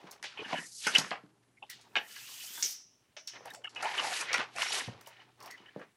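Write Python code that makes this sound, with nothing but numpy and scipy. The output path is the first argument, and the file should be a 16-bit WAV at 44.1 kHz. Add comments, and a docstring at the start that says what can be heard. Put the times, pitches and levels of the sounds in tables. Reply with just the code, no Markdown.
"""A window blind is worked in bursts in a small office: its thin slats rustle, rattle and snap, made by
resonances that are rubbed with noise or struck with blows. Sliding cords hiss as shaped noise, the bottom rail
thuds on the sill as a low resonance, and scrapes squeak as gliding resonances. Sharp snaps leave a shimmer in
the head rail. The room adds a decaying tail; a faint hum and room air stay underneath."""
import sys
import numpy as np
from scipy import signal
from scipy.fft import rfft, irfft, next_fast_len
from scipy.io import wavfile
from scipy.ndimage import uniform_filter1d, map_coordinates

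SR = 44100
rng = np.random.default_rng(int(sys.argv[2]) if len(sys.argv) > 2 else 0)


def bounce(signal):
    """Save signal as a 16-bit WAV file at the path given by the first command-line argument."""
    frames = np.transpose(np.atleast_2d(signal))
    limited = np.clip(frames, -1, 1)
    pcm = np.round(limited * 32767).astype(np.int16)
    wavfile.write(sys.argv[1], SR, pcm)


def level_to_linear(level):
    """Convert decibel levels to linear amplitude factors, elementwise."""
    exponent = np.asarray(level, float) / 20
    return 10 ** exponent


N = 262878

# Resonances of the rail and of a slat's dull knock, clack and bright snap.
# Each row: centre in Hz, nominal width in Hz before broadening, level in dB before tilt and scatter.
RAIL_MODES = [(2600, 170, -5), (2960, 130, 0), (3450, 300, -20)]
KNOCK_MODES = [(520, 170, -5), (770, 170, 0), (980, 220, -2)]
CLACK_MODES = [(1400, 220, -3), (1800, 200, 0), (2200, 280, -3)]
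SNAP_MODES = [(4600, 1100, -3), (5800, 1000, 2), (8500, 3000, -4), (14000, 4000, -7)]


def unit(x):
    """Normalisation of power: scales a signal to rms 1."""
    return x / np.sqrt(np.mean(x ** 2) + 1e-20)


def along(points, hz):
    """Logarithmic frequency scale: interpolates (Hz, value) points on it."""
    f, v = np.transpose(points)
    return np.interp(np.log(hz + 1), np.log(f + 1), v)


def curves(rows):
    """Linear interpolation in time: one value per sample for each column after the time."""
    s, *cols = np.transpose(rows)
    return [np.interp(np.arange(N) / SR, s, c) for c in cols]


def wobble(rate):
    """Slow random modulation: a smooth curve through random knots, rate knots a second."""
    knots = rng.standard_normal(int(N * 400 / SR) + 4)
    return map_coordinates(knots, [np.arange(N) * rate / SR])


def filtered(x, response):
    """Linear filtering: the spectrum of x times a complex response of frequency."""
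    m = next_fast_len(len(x) + 8192)
    return irfft(rfft(x, m) * response(np.fft.rfftfreq(m, 1 / SR)), m)[:len(x)]


def modes(table):
    """Modal superposition: causal resonances with steep skirts, scaled so that a unit blow peaks at 1."""
    def resonance(f, centre, width):
        return (1j * f * width / (centre * centre - f * f + 1j * f * width)) ** 2

    def raw(f):
        # neighbouring modes have opposite signs
        return sum((-1) ** k * level_to_linear(db) * resonance(f, centre, 1.5 * width)
                   for k, (centre, width, db) in enumerate(table))

    peak = np.abs(irfft(raw(np.fft.rfftfreq(8192, 1 / SR)))).max()
    return lambda f: raw(f) / peak


def friction(spectrum, grain_db, ticks, tick_size):
    """Stick-slip friction: noise in uneven lumps with sparse tiny ticks (per s), coloured, rms 1."""
    lumps = level_to_linear(grain_db * (wobble(30) + wobble(140)))
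    slips = (rng.random(N) < ticks / SR) * rng.laplace(size=N) * tick_size
    colour = [(23.4, -120)] + spectrum
    return unit(filtered(lumps * rng.standard_normal(N) + slips, lambda hz: level_to_linear(along(colour, hz))))


def scraping(part, grain_db, swell_db, broad_hz):
    """Friction-driven resonance: each mode of a part rings in its own swells, over a broad band."""
    # Spectrum of the rubbing. Each row: frequency in Hz, relative density in dB per Hz.
    scrape_spectrum = [(250, -12.5), (400, -7.5), (700, -12.5), (4000, 1.5), (6000, 2.5), (9000, -10)]
    middle = [(part[1][0], broad_hz, 0)]
    out = 2.7 * unit(filtered(friction(scrape_spectrum, grain_db, 150, 4), modes(middle)))
    for mode in part:
        rub = level_to_linear(swell_db * wobble(19)) * friction(scrape_spectrum, grain_db, 110, 5.2)
        out = out + 1.3 * level_to_linear(mode[2]) * unit(filtered(rub, modes([mode])))
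    return unit(out)


def clattering():
    """Random impact process: chance clacks, each a few ms of touches into one slat or rail mode."""
    out = np.zeros(N)
    for mode in KNOCK_MODES[1:] + CLACK_MODES + RAIL_MODES[:2] + SNAP_MODES[:1]:
        # 150 clacks a second on average, shared by the eight modes
        starts = (rng.random(N) < 150 / 8 / SR) * rng.uniform(.3, 1.2, N)
        fading = signal.lfilter([1], [1, -.99], starts)
        touches = fading * rng.standard_normal(N) * (rng.random(N) < .05)
        out += filtered(starts + touches, modes([(mode[0], 1.5 * mode[1], 0)]))
    return out


def rustle():
    """Sliding friction: slats brush each other, scrape along the rail, and the cords hiss through them."""
    # Slats rubbing each other and the rail.
    # Each row: time in seconds, rustle level in dB, clack level in dB, rail level in dB.
    brush = [(0, -55, -86, -73), (.1, -53, -81, -79), (.21, -65, -77.5, -80), (.31, -67, -54.5, -58.5),
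             (.42, -54.5, -57, -58.5), (.51, -43.5, -48.5, -64.5), (.53, -52, -41.5, -48),
             (.58, -88, -43, -68), (.63, -100, -52.5, -78), (.7, -110, -70, -110), (.8, -78, -79, -58.5),
             (.85, -60, -44.5, -39.5), (.9, -51, -43, -48.5), (.99, -36.5, -42.5, -30),
             (1.05, -47.5, -44, -62.5), (1.14, -59.5, -55, -87.5), (1.23, -66, -99, -99),
             (1.6, -82.5, -83.5, -99), (1.74, -71, -68.5, -63.5), (1.98, -65, -73.5, -89),
             (2.12, -63.5, -54, -52.5), (2.36, -76, -60.5, -51.5), (2.61, -64, -57, -54),
             (2.75, -73.5, -63.5, -65), (2.87, -96.5, -86, -75), (3.23, -106, -80.5, -81),
             (3.36, -57, -56.5, -54), (3.43, -56.5, -64, -81), (3.49, -65.5, -54.5, -69),
             (3.55, -46, -72, -72), (3.58, -76, -92, -97), (3.63, -63, -92, -86), (3.72, -66, -95, -90),
             (3.8, -46.5, -50.5, -62), (3.87, -55, -41, -59), (4.0, -40.5, -40, -49.5),
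             (4.1, -44, -39.5, -43.5), (4.19, -41.5, -42, -41.5), (4.27, -46, -43, -54.5),
             (4.4, -36.5, -37.5, -90), (4.52, -58.5, -67, -59), (4.62, -50, -34.5, -49),
             (4.7, -50.5, -40.5, -42), (4.75, -38.5, -40, -36.5), (4.8, -43.5, -40, -40.5),
             (4.86, -51, -49.5, -43.5), (4.96, -53, -70, -67.5), (5.08, -67.5, -59.5, -80),
             (5.22, -61.5, -60.5, -72), (5.36, -74, -79.5, -75), (5.41, -57, -70, -80.5),
             (5.47, -54, -61, -77.5), (5.61, -60, -65, -73), (5.69, -66.5, -64, -84),
             (5.74, -69, -64.5, -76), (5.84, -67, -62.5, -88), (5.96, -84, -79.5, -87)]
    # Spectra of the low rumble, the cord hiss and its top sizzle.
    # Each row: frequency in Hz, relative density in dB per Hz.
    rumble_spectrum = [(100, -24.5), (140, -7), (200, -4), (300, -2), (420, 0), (600, -61)]
    hiss_spectrum = [(2060, -29), (3500, -3), (4460, 6.5), (6400, 7.5), (8530, 4.5), (10200, 3),
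                     (15100, -9.5), (16000, -50)]
    sizzle_spectrum = [(9000, -29.5), (11500, -12), (13000, 4), (15300, -1), (16000, -27)]
    slat_db, clack_db, rail_db = curves(brush)
    cord_db = pulling()
    # the rumble follows a share of the rustle's swing, -66.5 dB at a rustle of -57 dB
    body_db = -66.5 + 0.42 * (slat_db + 57)
    slats = level_to_linear(slat_db) * scraping(KNOCK_MODES, grain_db=3.5, swell_db=1.5, broad_hz=770)
    body = level_to_linear(body_db) * friction(rumble_spectrum, grain_db=1.8, ticks=30, tick_size=5)
    clack = level_to_linear(clack_db) * scraping(CLACK_MODES, grain_db=1.5, swell_db=0.5, broad_hz=1100)
    rail = level_to_linear(rail_db) * scraping(RAIL_MODES, grain_db=1.5, swell_db=4.5, broad_hz=1750)
    cords = level_to_linear(cord_db) * friction(hiss_spectrum, grain_db=1.2, ticks=400, tick_size=2)
    sizzle = level_to_linear(cord_db - 6) * friction(sizzle_spectrum, grain_db=0, ticks=100, tick_size=3.3)
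    clatter = level_to_linear(clack_db + 1) * clattering()
    return clatter + slats + body + clack + rail + cords + sizzle


def quiet():
    """Stationary background: room air as shaped noise and an electrical hum of wavering level and pitch."""
    # Spectrum of the room air. Each row: frequency in Hz, relative density in dB per Hz.
    air_spectrum = [(15, -39.5), (25, -2.5), (84, -8), (102, -3.5), (123, -1), (149, -9), (180, -8),
                    (293, -7), (326, -14), (624, -14), (4740, -24.5), (5880, -23.5), (10000, -24.5),
                    (13000, -33), (16000, -29.5)]
    # Hum before its waver. Each row: time in seconds, level in dB.
    hum_level = [(0, -85), (.3, -73), (1.3, -68), (2.5, -75), (2.7, -91.5), (3.25, -85.5), (3.35, -70),
                 (4.5, -64.5), (5.7, -71), (5.96, -87)]
    air = level_to_linear(-71) * unit(filtered(rng.standard_normal(N), lambda hz: level_to_linear(along(air_spectrum, hz))))
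    hum_db, = curves(hum_level)
    level = level_to_linear(hum_db + 1.5 * wobble(9))
    hum_hz = 120 + 3 * wobble(12)
    return air + level * np.sin(2 * np.pi * np.cumsum(hum_hz) / SR)


def thuds():
    """Impulse response of low modes: a push and a brief shudder excite the rail and the sill below it."""
    # The rail on the sill. Each row: start in seconds, level in dB, resonance in Hz.
    bumps = [(0.041, -39.5, 410), (0.397, -49.5, 396), (0.53, -32, 273), (0.867, -29.5, 434),
             (0.981, -29, 238.5), (0.458, -43.5, 295), (.585, -33.5, 384), (1.04, -47, 106.6),
             (1.112, -35, 400), (1.236, -40, 297), (1.968, -40.5, 440), (2.625, -54, 383),
             (4.384, -35, 349), (4.8771, -28.5, 200), (4.889, -35.5, 196), (5.602, -48, 357),
             (5.762, -27, 478)]
    out, t = np.zeros(N + SR), np.arange(SR // 5) / SR
    for s, db, hz in bumps:
        shudder = .03 * rng.standard_normal(len(t)) * np.exp(-t / .012)
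        shudder[0] = 0.76  # the push
        sill = [(135, 70, -9), (200, 90, 2), (hz, 0.42 * hz, 2)]
        out[round(s * SR):][:len(t)] += level_to_linear(db) * filtered(shudder, modes(sill))
    return out[:N]


def office(x):
    """Reverberation: a new random tail for each short stretch; each frequency dies at its own speed."""
    # Decay of the room. Each row: frequency in Hz, time to fall by 60 dB in seconds.
    decay = [(150, 0.31), (600, 0.23), (3000, 0.16), (6000, 0.215), (12000, 0.1275)]
    step, out = SR // 8, np.zeros(N + SR)
    for start in range(0, N, step):
        hz, t, z = signal.stft(rng.standard_normal(SR // 2), SR, nperseg=256)
        tail = signal.istft(z * level_to_linear(-60 * t / along(decay, hz)[:, None]), SR, nperseg=256)[1]
        wet = signal.fftconvolve(x[start:start + step], tail / np.linalg.norm(tail))
        out[start + 300:][:len(wet)] += wet  # the first wall answers after 7 ms
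    return out[:N]


def contacts():
    """Impact excitation: a first blow and a rattle of rebounds ring the slat and the rail, then stop."""
    # Rattling contacts, and clean taps that hardly rebound. Each row: start in seconds, slat level in dB,
    # hardness (0 dull knock, 1 clack, 2 bright snap; no unit), rail ring level in dB.
    rattling = [(0.1115, -37, 22, -65), (0.239, -36, 1.03, -51), (0.3717, -43, 0.5, -34.5),
                (0.388, -42, -0.3, -40.5), (0.4467, -51.5, -1.2, -30), (0.5245, -28, -2, -33),
                (0.5761, -40.5, 0, -39.5), (0.858, -36.5, 1.5, -32.5), (0.8685, -18, 1.5, -43.5),
                (0.949, -14.5, 1.5, -15), (0.9615, -29.5, 1, -29), (0.9818, -13.5, 3.5, -33.5),
                (0.9867, -28.5, 0.5, -56), (1.114, -32.5, -2, -23), (1.623, -48.5, -1, -40),
                (1.6967, -47, 1.5, -68), (1.965, -32, 0, -17), (2.16, -35, 1.8, -40), (2.574, -40, 1, -63),
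                (3.165, -48.5, 0.3, -52), (3.273, -38, 3.5, -60), (3.4524, -40, 0, -55),
                (3.455, -39, 5, -66), (3.475, -45, 0.2, -42), (3.5349, -38, 5, -60), (3.543, -44, 1.3, -64),
                (3.642, -39.5, 1.05, -47), (3.7593, -37, 1, -28.5), (3.825, -23.5, 1.5, -34),
                (3.8461, -28.5, 0.84, -70), (3.9362, -34.5, 0, -40.5), (3.9771, -37, -6, -19),
                (4.035, -29.5, 5, -54), (4.2104, -26.5, 6, -44), (4.3289, -20.5, 2.4, -33),
                (4.3392, -19, 1.2, -36), (4.3746, -34.5, 3.3, -36.5), (4.3904, -34, 1.2, -58),
                (4.62, -22.5, 3, -43), (4.631, -24, 2.1, -42), (4.731, -28, 3.5, -56), (4.785, -36, 6, -46),
                (5.01, -47, 2.5, -81), (5.0692, -43, -1, -64), (5.1985, -56, 0.5, -49.5),
                (5.459, -55, .6, -67), (5.506, -42.5, 8, -58), (5.5743, -50, 1, -47.5),
                (5.6545, -55, 1, -54), (5.812, -57, -0.1, -71)]
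    clean_taps = [(.2275, -21, 1.72, -46.5), (2.55, -47, 1, -48), (3.335, -37, 1.1, -36),
                  (4.562, -24, 1.6, -44), (4.5843, -23, 1.8, -35), (4.874, -28, 1.6, -39),
                  (5.796, -35, 0.87, -46)]
    # Thin bright ticks. Each row: start in seconds, level in dB.
    thin_ticks = [(0.1112, -36), (1.6998, -28.5), (3.5036, -40), (5.0112, -42), (5.061, -45.5),
                  (5.073, -35.5), (5.404, -47.5), (5.429, -41.5), (5.46, -37), (5.512, -39)]
    t, out = np.arange(SR // 8) / SR, np.zeros(N + SR)
    # rows and entries of four: knock, clack, snap, rail
    parts = (KNOCK_MODES, CLACK_MODES, SNAP_MODES, RAIL_MODES)
    tilts = (0, 0, -6, 0)  # dB per octave over the modes
    rebound = np.array([[.7], [.7], [.9], [.4]])
    lasting = 0.0084 * np.array([[1], [1], [.6], [.9]])  # s; the snap stops first
    fade = np.exp(-(t / lasting) ** 2) * (1 - np.exp(-t / 0.0039))
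    # a tap's rebounds are 0.22 of a rattling contact's
    events = [(*c, 1) for c in rattling] + [(*c, 0.22) for c in clean_taps]
    for s, slat_db, hard, rail_db, loose in events:
        off = np.array([max(hard, 0), hard - 1, min(hard - 2, 0)])
        part_db = np.append(slat_db - 8 * off ** 2, rail_db)  # 8 dB lost one hardness step away
        touches = rng.standard_normal((4, len(t))) * (rng.random(len(t)) < .09)
        rattle = touches * rebound * fade * loose
        rattle[:, 0] = [0.68, 0.29, 0.33, 0.1]  # the first blow
        # no two slats have quite the same pitch
        pitches = np.exp(rng.standard_normal(4) * [.08, .06, .02, .01])
        for blows, db, part, pitch, tilt in zip(rattle, part_db, parts, pitches, tilts):
            ring = [(hz * pitch, width, level + tilt * np.log2(hz) + rng.normal(0, 2))
                    for hz, width, level in part]
            out[round(s * SR):][:len(t)] += level_to_linear(db) * filtered(blows, modes(ring))
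    # ticks ring the snap modes, tilted up by 3 dB per octave
    thin = modes([(hz, width, level + 3 * np.log2(hz)) for hz, width, level in SNAP_MODES])
    for s, db in thin_ticks:
        blows = rng.standard_normal(len(t)) * (rng.random(len(t)) < .05) * fade[2]
        blows[0] = 1
        out[round(s * SR):][:len(t)] += level_to_linear(db) * filtered(blows, thin)
    return out[:N]


def cracks():
    """Heavily damped resonance: a spiky, decaying burst of noise sounds one broad band as a dry clack."""
    # Clacks without a clear ring. Each row: start in seconds, level in dB before the make-up gain,
    # centre in Hz, time for the burst to fall by 60 dB in seconds.
    dry_clacks = [(0.228, -39.5, 3280, 0.015), (0.238, -40.5, 3470, 0.26), (.868, -24, 2023, 0.03),
                  (1.108, -31.5, 3434, 0.022), (1.114, -25, 1860, 0.016), (1.126, -37.5, 1450, 0.079),
                  (1.154, -36.5, 1730, 0.032), (1.812, -57.5, 6000, .1), (1.666, -61, 2990, 0.019),
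                  (1.697, -51, 4130, 0.48), (1.955, -26, 2170, 0.055), (1.963, -22.5, 2410, 0.047),
                  (2.625, -34, 3380, 0.025), (2.635, -39, 5570, 0.41), (3.166, -46, 3130, 0.12),
                  (3.276, -39.5, 4670, 0.065), (3.406, -45, 790, 0.016), (3.494, -52, 2500, 0.022),
                  (3.549, -37.5, 5900, 0.011), (3.693, -56.5, 5240, 0.12), (3.749, -46, 5300, 0.016),
                  (3.94, -35, 2180, 0.087), (4.143, -48, 2120, 0.08), (4.403, -30, 1930, 0.059),
                  (3.978, -33.5, 2360, 0.018), (4.331, -26, 2850, 0.042), (4.341, -24, 2040, .05),
                  (4.882, -35, 500, 0.03), (5.173, -65, 3180, .06), (5.815, -47, 1500, 0.061),
                  (5.061, -56, 3600, 0.096)]
    out, t = np.zeros(N + SR), np.arange(SR // 5) / SR
    for s, db, hz, t60 in dry_clacks:
        burst = rng.laplace(size=len(t)) * level_to_linear(-60 * t / t60)
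        width = 1.45 * hz

        def body(f):
            band = (1j * f * width / (hz * hz - f * f + 1j * f * width)) ** 2
            return band / (1 + 1j * f / (2.1 * hz)) ** 4  # steep treble loss

        make_up = level_to_linear(12) * np.sqrt(2000 / hz)  # more for low, narrow bands
        out[round(s * SR):][:len(t)] += level_to_linear(db) * make_up * filtered(burst, body)
    return out[:N]


def squeaks():
    """Stick-slip oscillation: uneven slips ring one gliding resonance, which dies when the slat lifts."""
    # Squeaky scrapes. Each row: start in seconds, length in seconds, first pitch in Hz, last pitch in Hz,
    # level in dB.
    scrapes = [(0.373, 0.044, 2600, 2440, -45), (0.387, 0.071, 3000, 2950, -50.5),
               (0.391, 0.037, 442, 390, -46.5), (0.444, 0.026, 1660, 1650, -48),
               (0.527, 0.022, 683, 690, -32.5), (0.521, 0.011, 2180, 2170, -40.5),
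               (0.555, 0.045, 1616, 1680, -43.5), (0.536, 0.054, 2950, 2900, -42.5),
               (0.543, 0.057, 2620, 2650, -47.5), (0.588, 0.073, 1968, 1845, -50.5),
               (0.949, 0.012, 2900, 2933, -18), (0.955, 0.014, 2980, 3040, -25),
               (0.88, 0.033, 1686, 1810, -49), (1.569, 0.016, 2200, 2110, -62.5),
               (1.623, 0.022, 814, 805, -49.5), (1.625, 0.0071, 2665, 2670, -46),
               (1.692, 0.045, 1935, 1880, -53.5), (3.639, 0.018, 2975, 2850, -41.5),
               (1.993, 0.077, 1750, 1910, -52), (2.2, 0.083, 2390, 2835, -57),
               (2.297, 0.13, 2970, 3450, -59), (2.286, 0.065, 1070, 1040, -63),
               (2.331, 0.16, 2560, 2950, -71), (2.468, 0.18, 3070, 3690, -52.5),
               (2.622, 0.037, 352, 367, -57), (3.359, 0.014, 2070, 2015, -54),
               (3.452, 0.037, 735, 784, -52), (3.497, 0.02, 1760, 1740, -50),
               (3.504, 0.0057, 3600, 3800, -51.5), (3.549, 0.069, 753, 515, -56),
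               (3.644, 0.013, 1713, 1637, -42), (3.667, 0.012, 3020, 2860, -40),
               (3.668, 0.013, 1370, 1320, -47), (3.755, 0.069, 2590, 2620, -48),
               (3.825, .012, 1810, 1710, -47), (3.826, 0.054, 793, 911, -36.5),
               (3.885, 0.041, 892, 850, -40.5), (3.982, 0.023, 3047, 2840, -33),
               (4.028, 0.098, 848, 790, -40), (4.201, 0.021, 2440, 2500, -40),
               (4.287, .035, 2040, 2275, -41.5), (4.553, 0.077, 750, 651, -46.5),
               (4.561, 0.018, 2465, 2670, -44), (4.675, 0.036, 5500, 5600, -42),
               (4.655, 0.039, 2180, 2280, -46), (5.401, 0.053, 1196, 1010, -57.5),
               (5.457, .025, 1170, 1110, -58), (5.501, 0.059, 1990, 1920, -52.5),
               (5.57, 0.042, 2940, 2980, -67), (5.657, 0.038, 2800, 3110, -61.5),
               (5.68, 0.013, 1780, 1760, -55.5), (5.778, 0.04, 484, 466, -53),
               (5.821, 0.017, 464, 475, -54.5)]
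    width_hz, rise_s, fall_s = 113, 0.002, 0.003
    out, t = np.zeros(N + SR), np.arange(SR // 4) / SR
    for s, length, from_hz, to_hz, db in scrapes:
        # two slow noises on a sine and a cosine make a narrow band around the pitch
        slips = [unit(filtered(v, lambda f: 1 / (1 + (f / width_hz) ** 2)))
                 for v in rng.standard_normal((2, len(t)))]
        turn = 2 * np.pi * np.cumsum(np.interp(t, [0, length], [from_hz, to_hz])) / SR
        stroke = (1 - np.exp(-t / rise_s)) * np.exp(-np.maximum(t - length, 0) / fall_s)
        squeal = slips[0] * np.sin(turn) + slips[1] * np.cos(turn)
        out[round(s * SR):][:len(t)] += level_to_linear(db) * stroke * squeal
    return out[:N]


def pulling():
    """Friction noise grows with speed: hiss level in dB as each cord pull fades in, swells and stops."""
    # Cord pulls. Each row: under way at in seconds, stopped at in seconds, level at the stop in dB,
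    # fade-in in dB per second, fade-out in dB per second.
    pulls = [(0.606, 0.951, -44, 91, 189.5), (1.0, 1.095, -53.5, 200, 401), (2.09, 2.72, -42.5, 115, 386.5),
             (3.858, 3.982, -52, 250, 100), (4.045, 4.214, -41, 200, 403), (4.596, 4.706, -43.5, 313, 199),
             (4.733, 4.788, -37.5, 397.5, 263)]
    t, levels = np.arange(N) / SR, []
    for begin, end, db, rise_db, fall_db in pulls:
        swell_db = 13.5 * min(2 * (end - begin), 1)  # less in pulls under half a second
        swell = swell_db * np.clip((end - t) / (end - begin), 0, 1)
        before = rise_db * np.maximum(begin - t, 0)
        after = fall_db * np.maximum(t - end, 0)
        levels.append(db - swell - before - after)
    return np.max(levels, axis=0)


def pings():
    """Impulse response of a single mode: one blow and a quick second touch snap one slat edge."""
    # Short pitched snaps. Each row: start in seconds, level in dB, pitch in Hz.
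    edge_snaps = [(2.6259, -15, 5660), (2.6306, -13.5, 6300), (2.648, -29, 5630), (2.71, -25, 5600),
                  (3.275, -26.5, 5530), (4.382, -16.5, 1850), (4.5843, -22.5, 1530), (5.016, -48, 1700),
                  (5.404, -43, 5000), (5.426, -41, 5100), (5.46, -41, 5060), (5.512, -36.5, 5000)]
    out = np.zeros(N + SR)
    for s, db, hz in edge_snaps:
        blows = np.zeros(2048)
        blows[[0, 40]] = 1, rng.uniform(.3, .7)  # the second comes 0.9 ms later
        out[round(s * SR):][:len(blows)] += level_to_linear(db) * filtered(blows, modes([(hz, 1200, 0)]))
    return out[:N]


def head_rail():
    """High modal density: some sharp snaps leave a narrow, slowly dying shimmer in the hollow rail."""
    # Dense high modes, in one row: centre in Hz, half width in Hz, time to fall by 60 dB in seconds.
    shimmer = (5710, 670, 0.52)
    # Snaps that reach the head rail. Each row: start in seconds, shimmer level in dB.
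    head_blows = [(2.629, 0), (3.167, -20.5), (3.273, -15)]
    hz, width, t60 = shimmer
    t, out = np.arange(SR // 2) / SR, np.zeros(N + SR)
    for s, db in head_blows:
        band = filtered(rng.standard_normal(len(t)), lambda f: 1 / (1 + ((f - hz) / width) ** 4))
        tail = band * level_to_linear(-60 * t / t60)
        out[round(s * SR):][:len(t)] += level_to_linear(db) * tail / np.linalg.norm(tail)
    return out[:N]


def scene():
    """Superposition: hits and squeaks with their room tail over the rubbing and the quiet."""
    clatter, bumps, squeal = contacts() + cracks() + pings(), thuds(), squeaks()
    room = level_to_linear(-4) * office(clatter + 0.78 * bumps + 0.13 * squeal)
    return (clatter + head_rail() + bumps + squeal + room + rustle() + quiet())[None]


def suppress(x, depth, floor_db):
    """Spectral subtraction: call software turns a band down as it falls below its recent past, cutting tails."""
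    z = signal.stft(x, nperseg=512)[2]
    power = uniform_filter1d(np.abs(z) ** 2, size=15, axis=0)
    past = signal.lfilter([0, 0, 0, 0, .12], [1, -.88], power, axis=1)
    gain = np.clip(1 - depth * past / (power + 1e-20), level_to_linear(2 * floor_db), 1) ** .5
    return signal.istft(z * uniform_filter1d(gain, size=3, axis=1), nperseg=512)[1][:N]


def roll_off(x):
    """The treble ends steeply here."""
    return signal.sosfilt(signal.butter(12, 16000, fs=SR, output="sos"), x)


def record(dry):
    """Band limiting: a call microphone without deep bass, tail suppression, a top treble that comes and goes."""
    # Stretches in which the top treble is heard. Each row: start in seconds, end in seconds.
    bright = [(0, .19), (1.68, 3.62), (4.98, 5.96)]
    x = filtered(dry[0], lambda hz: (1j * hz / (1j * hz + 60)) ** 2)
    x = suppress(x, depth=0.21, floor_db=-3.5)
    top = filtered(x, lambda hz: hz > 11650)
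    t = np.arange(N) / SR
    shut = 1 - sum((t >= a) & (t < b) for a, b in bright)
    mix = x - uniform_filter1d(shut * 1., size=441) * top  # 10 ms crossings
    return roll_off(mix[None])


dry = scene()
out = record(dry)
bounce(out)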